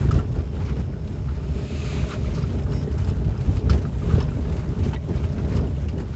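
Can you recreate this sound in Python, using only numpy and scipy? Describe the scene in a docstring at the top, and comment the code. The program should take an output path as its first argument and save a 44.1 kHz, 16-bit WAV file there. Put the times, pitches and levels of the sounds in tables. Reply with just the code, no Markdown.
"""Inside a car that rolls over cobbles: stones thump the tyres, the body booms and the panels drum.
Loose trim rustles with the jolts, a clip knocks, panels thud and crack, small metal ticks, a mount squeaks
once and the swish of a vehicle passing outside comes and goes. A phone microphone cuts the top.
Random clicks ring resonances for the boom, drumming and rustle; short decaying tones make the knocks;
shaped noise makes the cracks, hum, squeak, swish and hiss."""
import sys
import numpy as np
from scipy import signal
from scipy.io import wavfile
from scipy.ndimage import uniform_filter1d

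SR = 44100
rng = np.random.default_rng(int(sys.argv[2]) if len(sys.argv) > 2 else 0)


def digitize_waveform(pressure):
    """Quantize a signal to 16-bit integers and store it at the path in sys.argv[1].

    Rows of a 2-D input are taken as channels; values are limited to [-1, 1].
    """
    field = np.atleast_2d(pressure).T
    bounded = np.clip(field, -1, 1)
    quanta = np.round(bounded * 32767).astype(np.int16)
    wavfile.write(sys.argv[1], SR, quanta)


def volts_from_db(level):
    """Convert decibel levels to linear amplitude ratios."""
    exponent = np.asarray(level, float) / 20
    return 10 ** exponent


N = 271215   # length in samples


def rms_one(x):
    """Scales a sound to an rms of 1."""
    return x / np.sqrt(np.mean(x ** 2) + 1e-20)


def in_time(rows):
    """Joins each column by straight lines over the times in the first, one value a sample."""
    s, *columns = np.transpose(rows)
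    return [np.interp(np.arange(N) / SR, s, column) for column in columns]


def drift(rate_hz):
    """Smooth random wandering with an rms of 1; a higher rate wanders faster."""
    # made at one value per 40 samples; the first 2000 values let the filter settle
    r = np.exp(-80 * np.pi * rate_hz / SR)
    noise = rng.standard_normal(N // 40 + 2002)
    slow = signal.lfilter([1], [1, -2 * r, r * r], noise)[2000:]
    return np.interp(np.arange(N) / 40, np.arange(len(slow)), rms_one(slow))


def band_pass(x, edges_hz):
    """Keeps what lies between two frequencies."""
    return signal.sosfilt(signal.butter(2, edges_hz, "band", fs=SR, output="sos"), x)


def resonate(x, hz, width_hz):
    """A resonance of gain 1 at its top."""
    r = np.exp(-np.pi * width_hz / SR)
    feedback = [1, -2 * r * np.cos(2 * np.pi * hz / SR), r * r]
    return signal.lfilter([(1 - r * r) / 2, 0, (r * r - 1) / 2], feedback, x + 1e-18)


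def through(peaks, x):
    """Sends a sound through resonances in parallel, signs alternating."""
    return sum((-1) ** k * volts_from_db(db) * resonate(x, hz, width) for k, (hz, width, db) in enumerate(peaks))


def grains(per_s, spread_db):
    """Random clicks of uneven size and either sign."""
    sizes = volts_from_db(spread_db * np.minimum(rng.exponential(1, N), 5)) * rng.choice([-1, 1], N)
    return sizes * (rng.random(N) < per_s / SR)


def evened(x, over_s):
    """Slow swells are halved in dB, so that the road sets the level."""
    swell = np.sqrt(uniform_filter1d(x ** 2, round(over_s * SR)) + 1e-12)
    return rms_one(x / np.sqrt(swell))


def wavering(hz, width_hz):
    """Noise in a narrow band that follows a pitch."""
    turn = 2 * np.pi * np.cumsum(hz) / SR
    return drift(width_hz) * np.sin(turn) + drift(width_hz) * np.cos(turn)


def thump(rows, rise_cycles):
    """A soft blow swells over a part of a cycle or more, then dies away."""
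    out = np.zeros(N + SR)
    for (s, db, hz), turn in zip(rows, rng.uniform(-.5, .5, len(rows))):
        cycles = np.arange(SR // 5) / SR * hz
        swell = cycles / rise_cycles * np.exp(1 - cycles / rise_cycles)
        i = round((s - rise_cycles / hz) * SR)   # starts early, so that the swell tops out at s
        out[i:i + len(cycles)] += volts_from_db(db) * swell * np.sin(2 * np.pi * cycles + turn)
    return out[:N]


def strike(hits, modes, vary_db, contact_s, detune):
    """A blow and two weaker bounces ring every mode, each hit with its own mode strengths and detuning."""
    out, t = np.zeros(N + SR), np.arange(SR // 5) / SR
    hz, level_db, t60 = np.transpose(modes)[:, :, None]
    chance = rng.standard_normal((len(hits), 2, len(modes), 1))
    bounces = np.cumsum(rng.uniform(.3, 1, (len(hits), 2)), axis=1) * contact_s
    for (s, db), (strength, pitch), later in zip(hits, chance, bounces):
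        decay = volts_from_db(db + level_db + vary_db * strength - 60 * t / np.maximum(t60, .005))
        ring = np.sum(decay * np.sin(2 * np.pi * hz * (1 + detune * pitch) * t), axis=0)
        ring *= 1 - np.exp(-t / .0004)   # the blow builds up over 0.4 ms
        for lag, size in zip([0, *later], [1, .3, .2]):
            i = round((s + lag) * SR)
            out[i:i + len(t)] += size * ring
    return out[:N]


def faint(level_db):
    """Weak blows at random moments, 1.5 a second."""
    chance = rng.random((round(1.5 * N / SR), 2))
    return [(s * (N - 1) / SR, level_db + 6 * (size - .5)) for s, size in chance]


def ride():
    """The road and its stretches set the boom; panels and trim follow the road with shares of their own."""
    # how rough the road is, as a level for the boom: t/s, level/dB
    roughness = [(0.0, -19), (0.24, -26), (0.45, -27.5), (1.03, -29), (2.24, -25.5), (2.43, -24.5),
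                 (3.54, -25), (3.63, -24.5), (3.8, -26.5), (4.16, -25), (5.17, -24), (5.72, -28),
                 (5.81, -25), (6.15, -29)]
    # uneven stretches swell the rumble, smooth ones lull it:
    # middle t/s, half length/s, change in body/dB, in panels/dB, in trim/dB
    stretches = [(0.174, 0.067, 7, 8, 3.5), (0.384, 0.062, 2, 7, -1), (0.674, 0.26, 3, 4, 4),
                 (0.796, 0.041, 4.5, 4.5, -0.5), (1.28, 0.14, 3, -2.5, 0), (1.538, 0.072, 6, 0, -2),
                 (1.569, 0.057, -3, 5.5, 5), (1.685, 0.032, -9, -7.5, -6), (1.984, 0.37, 0.5, 1, 6.5),
                 (2.124, 0.058, -11, 1, 7.5), (2.295, 0.07, 3.5, 2.5, 2), (2.386, 0.054, 2.5, -0.5, 6),
                 (2.752, 0.065, 2, 2, 0), (2.881, 0.023, -11.5, 4.5, 0.5), (3.088, 0.19, 0.5, 1, 3.5),
                 (3.269, 0.051, 5.5, 4, -6.5), (3.532, 0.12, 4, 2.5, 2.5), (3.62, 0.044, -4.5, -5.5, -3.5),
                 (3.724, 0.13, 7, 10.5, 7.5), (4.146, 0.15, 6.5, 6.5, 7.5), (4.749, 0.029, -13.5, -3, 1),
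                 (4.854, 0.081, 0, 8, 6), (4.948, 0.0071, -2, 6, 9), (5.014, 0.13, -5, -6, -4),
                 (5.108, 0.038, 1, 7, -1), (5.18, 0.042, -1, 1.5, 2), (5.577, 0.24, 4.5, 6.5, 7),
                 (5.895, 0.046, -2, -3, -1.5), (5.978, 0.076, 0, 4, -2)]
    road_db, = in_time(roughness)
    t, swing, swells = np.arange(N) / SR, road_db - road_db.mean(), np.zeros((3, N))
    for s, half, *rise_db in stretches:
        place = np.clip((t - s) / max(half, .01), -1, 1)   # a half length is at least 10 ms
        swells += np.outer(rise_db, np.cos(np.pi / 2 * place) ** 2)
    boom_db = road_db + .5 + swells[0]
    drumming_db = -35 + .97 * swing + swells[1] + 2 * drift(13.0)
    rustle_db = -54 + swing + swells[2]
    return boom_db, drumming_db, rustle_db


def cobbles(boom_db, drumming_db):
    """Random stones under the front axle boom in the body; those under both axles drum on the panels."""
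    # what the body booms with: f/Hz, width/Hz, level/dB
    body = [(30, 11, -15.5), (47.2, 20.6, -6.5), (68.7, 22.15, 0.5), (98.6, 23.7, -2.5), (128.8, 28.96, -4),
            (158.9, 20.9, -6.5)]
    # what the panels drum with: f/Hz, width/Hz, level/dB
    panel_peaks = [(189.6, 39, 4), (241, 75.5, 4), (283.4, 71, 1), (410.7, 53.6, -3), (511, 136, -12),
                   (647, 159, -14.5), (853, 240, -23.5)]
    front, rear = [grains(600, spread_db=1.0) for axle in ("front", "rear")]
    boom = evened(through(body, front), over_s=.12)
    panels = band_pass(through(panel_peaks, .5 * front + rear), [170, 1100])
    return volts_from_db(boom_db) * boom + volts_from_db(drumming_db) * evened(panels, over_s=.04)


def trim(rustle_db):
    """Dense tiny contacts rustle in eleven-edged noise bands; a jolt throws in a burst that dies away."""
    # jolts that shake the trim: start t/s, level/dB, extra treble/dB
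    jolts = [(0.083, -41.5, -9), (0.107, -22, 1.5), (0.139, -27.5, 0), (0.187, -24, -5.5), (0.312, -50, 12),
             (0.352, -41, 13.5), (0.383, -26, -1), (0.604, -25.5, -8), (0.66, -28.5, -2.5),
             (0.763, -28, -2), (1.074, -41, 0), (1.286, -25.5, -16), (2.345, -33, 12), (2.422, -35, 10.5),
             (2.7176, -25.5, 1), (2.9113, -29, 2.5), (2.976, -38, 13), (3.0466, -40, -12), (3.07, -21, -9),
             (3.242, -41, 11), (3.4037, -26.5, 2), (3.564, -28.5, 3), (3.698, -18, 8), (3.726, -21, 2),
             (3.774, -24, -3), (3.815, -33, 5), (3.85, -40, 4), (3.939, -32, -13), (4.102, -37, 5),
             (4.201, -15, -2.5), (4.223, -32, -8), (4.281, -25.5, -6), (4.318, -48, 4), (4.338, -40, -3),
             (4.378, -40, 6), (4.418, -35, 1.5), (4.4523, -44, 2), (4.47, -38, 4), (4.52, -22, -2),
             (4.565, -27, 2), (4.592, -26, 1), (4.63, -33, -7), (4.719, -43, -9), (4.831, -28.5, 4),
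             (4.9315, -21.5, -18), (5.089, -31, -11), (5.158, -27, -2), (5.239, -24, -8), (5.3217, -33, 2),
             (5.379, -19, -14), (5.52, -24.5, -0.5), (5.5423, -33, 3), (5.564, -23, 4.5), (5.882, -26.5, 5),
             (5.98, -24, -11), (5.995, -18, -7), (6.126, -31, -2)]
    # tone of the rustle: f/Hz, relative level per hertz of bandwidth/dB
    tone = np.array([(410, -31), (700, -1), (1070, -3), (1290, -1), (1580, -7), (2830, -12), (4660, -19.5),
                     (5300, -22), (7300, -18), (8000, -26), (10400, -60), (17600, -120)])
    burst = np.zeros((2, N))   # one row for the low part, one for the treble
    for s, db, treble_db in jolts:
        i = round(s * SR)
        t = np.arange(min(N - i, SR // 4)) / SR
        # contacts peak far over their rms, hence 19 dB less; rise 6 ms, fall by 60 dB in 89 ms
        shape = volts_from_db(db - 19 - 60 * t / .089) * np.minimum(t / .006, 1)
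        burst[:, i:i + len(t)] += volts_from_db([[0], [treble_db]]) * shape

    # small random jolts, 40 a second, each fading by 60 dB in 60 ms, over the steady rustle
    shakes = signal.lfilter([1], [1, -volts_from_db(-60 / (.06 * SR))], np.abs(grains(40, spread_db=1.0)))
    shake = volts_from_db(rustle_db + 1.0 * drift(33.0)) * (1 + volts_from_db(-8) * shakes)

    edges, (low, high, ring) = np.geomspace(750, 8400, 11), np.zeros((3, N))
    contacts = [grains(5000, spread_db=0.5) for stream in range(2)]   # neighbouring bands differ
    for k, (a, b) in enumerate(zip(edges, edges[1:])):
        hz = np.sqrt(a * b)
        band_db = np.interp(np.log(hz), np.log(tone[:, 0]), tone[:, 1])
        band = band_pass(contacts[k % 2], [a, b]) * volts_from_db(band_db + 2.34 * drift(12.7))
        if hz < 2000:
            low += band
        else:
            high += band
        if a < 5137 < b:   # jolts wake a ring here that the steady rustle lacks
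            ring += (volts_from_db(6.5) - 1) * band
    scale = np.sqrt(np.mean(low ** 2))
    brightness = volts_from_db(1.04 + 1.5 * drift(3.5))   # treble of the steady rustle against its low part
    steady = shake * (low + brightness * high) / scale
    jolted = burst[0] * volts_from_db(-2.5) * low + burst[1] * (high + ring)
    return steady + jolted / np.sqrt(scale ** 2 / 2 + np.mean(high ** 2))


def hum():
    """A rough hum near one pitch, perhaps the tyre tread: noise a few tens of hertz wide."""
    # loudness of the hum: t/s, level/dB
    loudness = [(0, -54), (1.2, -54.5), (1.5, -49.5), (2.2, -44), (3.1, -51.5), (3.4, -56.5), (5.5, -46.5),
                (5.8, -50), (6.15, -69)]
    level_db, = in_time(loudness)
    return volts_from_db(level_db + 1.5 * drift(3)) * wavering(np.full(N, 606), 45)


def hiss():
    """A faint, steady hiss of white noise."""
    return volts_from_db(-72.5) * rng.standard_normal(N)


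def bumps():
    """High stones under a tyre thump the body with quick low swells."""
    # high stones: t/s at the peak, level/dB, f/Hz
    stones = [(0.011, -13, 90), (0.09, -10, 95), (0.155, -13, 85), (0.198, -15, 110), (0.312, -17, 100),
              (0.387, -15, 85), (0.792, -16, 150), (2.03, -17, 100), (2.18, -16, 110), (3.001, -17, 95),
              (3.09, -12, 100), (3.284, -13, 100), (3.484, -15, 80), (3.71, -14, 90), (4.14, -10, 110),
              (4.354, -15, 100), (4.793, -20, 240), (4.821, -16, 75), (4.852, -19, 230), (4.866, -18, 190),
              (5.097, -17, 145), (5.109, -16, 145), (5.251, -15, 90), (5.555, -14, 90)]
    return thump(stones, rise_cycles=.45)


def clip_knocks():
    """A loose clip knocks: each blow rings its short modes."""
    # blows: t/s, level/dB
    blows = [(0.087, -27), (0.11, -22), (0.133, -33), (0.188, -27), (0.208, -31), (0.4, -35), (1.285, -36),
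             (1.4, -39), (2.0388, -34), (2.0946, -33), (2.1178, -28), (2.244, -35), (2.3413, -45),
             (2.377, -31), (2.438, -28.5), (2.6651, -31.5), (2.73, -34), (3.3605, -34), (3.57, -40),
             (3.6955, -18), (3.8517, -26), (4.0206, -33.5), (4.1026, -29), (4.3173, -34), (5.5925, -33),
             (5.885, -39), (6.137, -33)]
    clip = [(1240, -10, 0.05), (1350, -9, 0.045), (1450, -14, .035), (2680, -21, 0.02), (3860, -26, .02)]
    return strike([*blows, *faint(-44)], clip, vary_db=2, contact_s=.004, detune=.025)


def cracks():
    """Dry cracks in the trim: a few milliseconds of wide noise with a sudden start."""
    # cracks: t/s, level/dB, centre f/Hz
    snaps = [(0.0875, -40, 2800), (0.108, -38, 4500), (0.1152, -35, 5500), (0.14, -39, 4500),
             (0.6015, -44, 3200), (0.6604, -45, 3200), (1.074, -42, 3700), (1.2894, -46, 2800),
             (3.0465, -42, 3000), (3.5683, -43, 2500), (3.6935, -38, 3500), (3.696, -29, 3800),
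             (3.73, -35, 2500), (3.9374, -47, 2500), (4.933, -33, 2300), (4.944, -37, 2300),
             (5.1412, -42, 1800), (5.3802, -44, 2500), (5.446, -43, 2800), (5.9788, -43, 4000)]
    out, t = np.zeros(N + SR), np.arange(SR // 20) / SR
    for (s, db, hz), noise in zip(snaps, rng.standard_normal((len(snaps), len(t)))):
        edges = hz * 2 ** (1.3 * np.array([-.5, .5]))   # 1.3 octaves wide
        # rises in 1 ms and falls by 60 dB in 35 ms
        shape = volts_from_db(db - 4 - 60 * t / .035) * np.minimum(t / .001, 1)
        i = round(s * SR)
        out[i:i + len(t)] += shape * rms_one(band_pass(noise, edges))
    return out[:N]


def clinks():
    """A small hard part clinks: blows ring a few high modes."""
    # blows: t/s, level/dB
    blows = [(0.113, -34), (0.19, -36), (2.718, -42), (5.672, -42), (5.765, -42), (5.885, -35),
             (5.979, -39), (6.012, -45)]
    # modes of the part: f/Hz, level/dB, time to fall by 60 dB/s
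    hard_part = [(2880, -3, .045), (3200, -11, .02), (6900, -15, .03)]
    return strike(blows, hard_part, vary_db=1.5, contact_s=.003, detune=.015)


def ticks():
    """Something small and metallic ticks: blows ring very short, high modes."""
    # blows: t/s, level/dB
    blows = [(0.1156, -32), (2.6035, -45), (2.6339, -44), (2.9, -51), (2.9272, -41), (2.9821, -39),
             (3.0465, -36), (3.0974, -39), (3.3767, -38), (3.5354, -43), (3.6975, -26), (4.2033, -31.5),
             (4.2258, -33), (4.262, -47), (4.272, -44), (4.6882, -42), (4.8379, -46), (5.1597, -35),
             (5.3218, -44), (5.5578, -37), (5.566, -32), (5.6116, -40)]
    # modes of the metal: f/Hz, level/dB, time to fall by 60 dB/s
    metal = [(5130, -4, 0.015), (5380, -8, 0.016), (6150, -13, 0.015), (7530, -16, 0.015)]
    return strike([*blows, *faint(-55)], metal, vary_db=1.5, contact_s=.003, detune=.015)


def passing():
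    """Tyre and engine hiss from outside, read faster on approach and slower after (Doppler)."""
    # the vehicle passing: t/s, level/dB, pitch ratio
    approach = [(1.0, -77, 1.05), (1.4, -58, 1.05), (1.65, -49, 1.03), (1.8, -43, 1.01), (1.9, -41, .99),
                (2.0, -42.5, .975), (2.07, -47, .965), (2.15, -50, .96), (2.6, -64, .955), (3.0, -80, .95)]
    # tone of the swish: f/Hz, width/Hz, level/dB
    swish = [(1210, 81, 3), (1890, 1500, -3.5), (2580, 500, 4.5), (3970, 990, -4.5), (5040, 900, -6),
             (6430, 1200, -8.5), (7700, 900, -9.5)]
    level_db, ratio = in_time(approach)
    source = through(swish, rng.standard_normal(2 * N))
    heard = np.interp(np.cumsum(ratio), np.arange(2 * N), source)
    return volts_from_db(level_db + 1.0 * drift(2.7)) * rms_one(heard)


def thuds():
    """Now and then a panel thuds: a soft swell over more than one cycle."""
    # thuds: t/s at the peak, level/dB, f/Hz
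    blows = [(1.562, -29, 400), (2.18, -29, 410), (2.878, -23, 420), (3.707, -22, 400), (3.742, -27, 400),
             (4.09, -23, 400), (4.125, -28, 450), (4.184, -24, 400), (4.226, -29, 400), (5.169, -27, 400),
             (5.478, -28, 410), (5.976, -28, 400)]
    return thump(blows, rise_cycles=1.5)


def squeak():
    """Rubber slips unevenly on plastic: a breathy whistle with weaker neighbours above and below."""
    # path of the whistle: t/s, f/Hz, level/dB
    path = [(2.68, 5330, -70), (2.72, 5380, -59), (2.745, 5480, -54), (2.79, 5470, -54), (2.83, 5400, -59),
            (2.87, 5350, -76)]
    # the whistle and its neighbours: pitch ratio, width/Hz, level/dB
    parts = [(1, 150, 0), (.96, 300, -3), (.905, 200, -5), (1.205, 120, -9), (1.38, 150, -11),
             (.685, 100, -10), (.53, 50, -5)]
    hz, level_db = in_time(path)
    return volts_from_db(level_db) * sum(volts_from_db(db) * wavering(ratio * hz, width) for ratio, width, db in parts)


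def lid_knocks():
    """A lid knocks: blows ring its many modes."""
    # blows: t/s, level/dB
    blows = [(4.931, -31), (5.238, -35)]
    # modes of the lid: f/Hz, level/dB, time to fall by 60 dB/s
    lid = [(865, -3, .05), (1330, -12, .03), (1510, -6, .045), (1950, -11, .03), (2200, -9, .03),
           (2700, -12, .035), (3150, -11, .03)]
    return strike(blows, lid, vary_db=1.5, contact_s=.0001, detune=.01)


def pings():
    """Short pings: blows ring a few modes that keep nearly the same pitch."""
    # blows: t/s, level/dB
    blows = [(4.954, -41), (4.961, -34)]
    # modes of the ping: f/Hz, level/dB, time to fall by 60 dB/s
    ping = [(1950, 0, .035), (2150, -9, .03), (3100, -14, .03), (3760, -6, .04)]
    return strike(blows, ping, vary_db=0, contact_s=.0001, detune=.003)


def cabin(x):
    """A few quick, soft reflections off glass and seats."""
    out = x.copy()
    for lag_s, db in [(.0023, -9.5), (.0041, -13), (.0067, -11), (.0103, -15)]:
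        lag = round(lag_s * SR)
        out[lag:] += volts_from_db(db) * x[:-lag]
    return out


def scene():
    """Adds up all sources; the knocks and cracks also reflect in the cabin."""
    boom_db, drumming_db, rustle_db = ride()
    road = cobbles(boom_db, drumming_db) + bumps() + thuds() + hum()
    knocks = clip_knocks() + clinks() + ticks() + lid_knocks() + pings()
    total = road + trim(rustle_db) + cabin(knocks + cracks()) + passing() + squeak() + hiss()
    return total[None]


def band_limit(x):
    """A steep low-pass at the top of the band."""
    return signal.sosfilt(signal.butter(12, 8500, fs=SR, output="sos"), x)


def record(dry):
    """The phone microphone drops the deepest bass; the top rolls off steeply."""
    x = signal.sosfilt(signal.butter(3, 42, "high", fs=SR, output="sos"), dry)
    x = signal.sosfilt(signal.butter(8, 7880, fs=SR, output="sos"), x)
    x = signal.sosfilt(signal.cheby2(10, 60, 9380, fs=SR, output="sos"), x)   # 60 dB down from 9380 Hz
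    return band_limit(x)


dry = scene()
out = record(dry)
digitize_waveform(out)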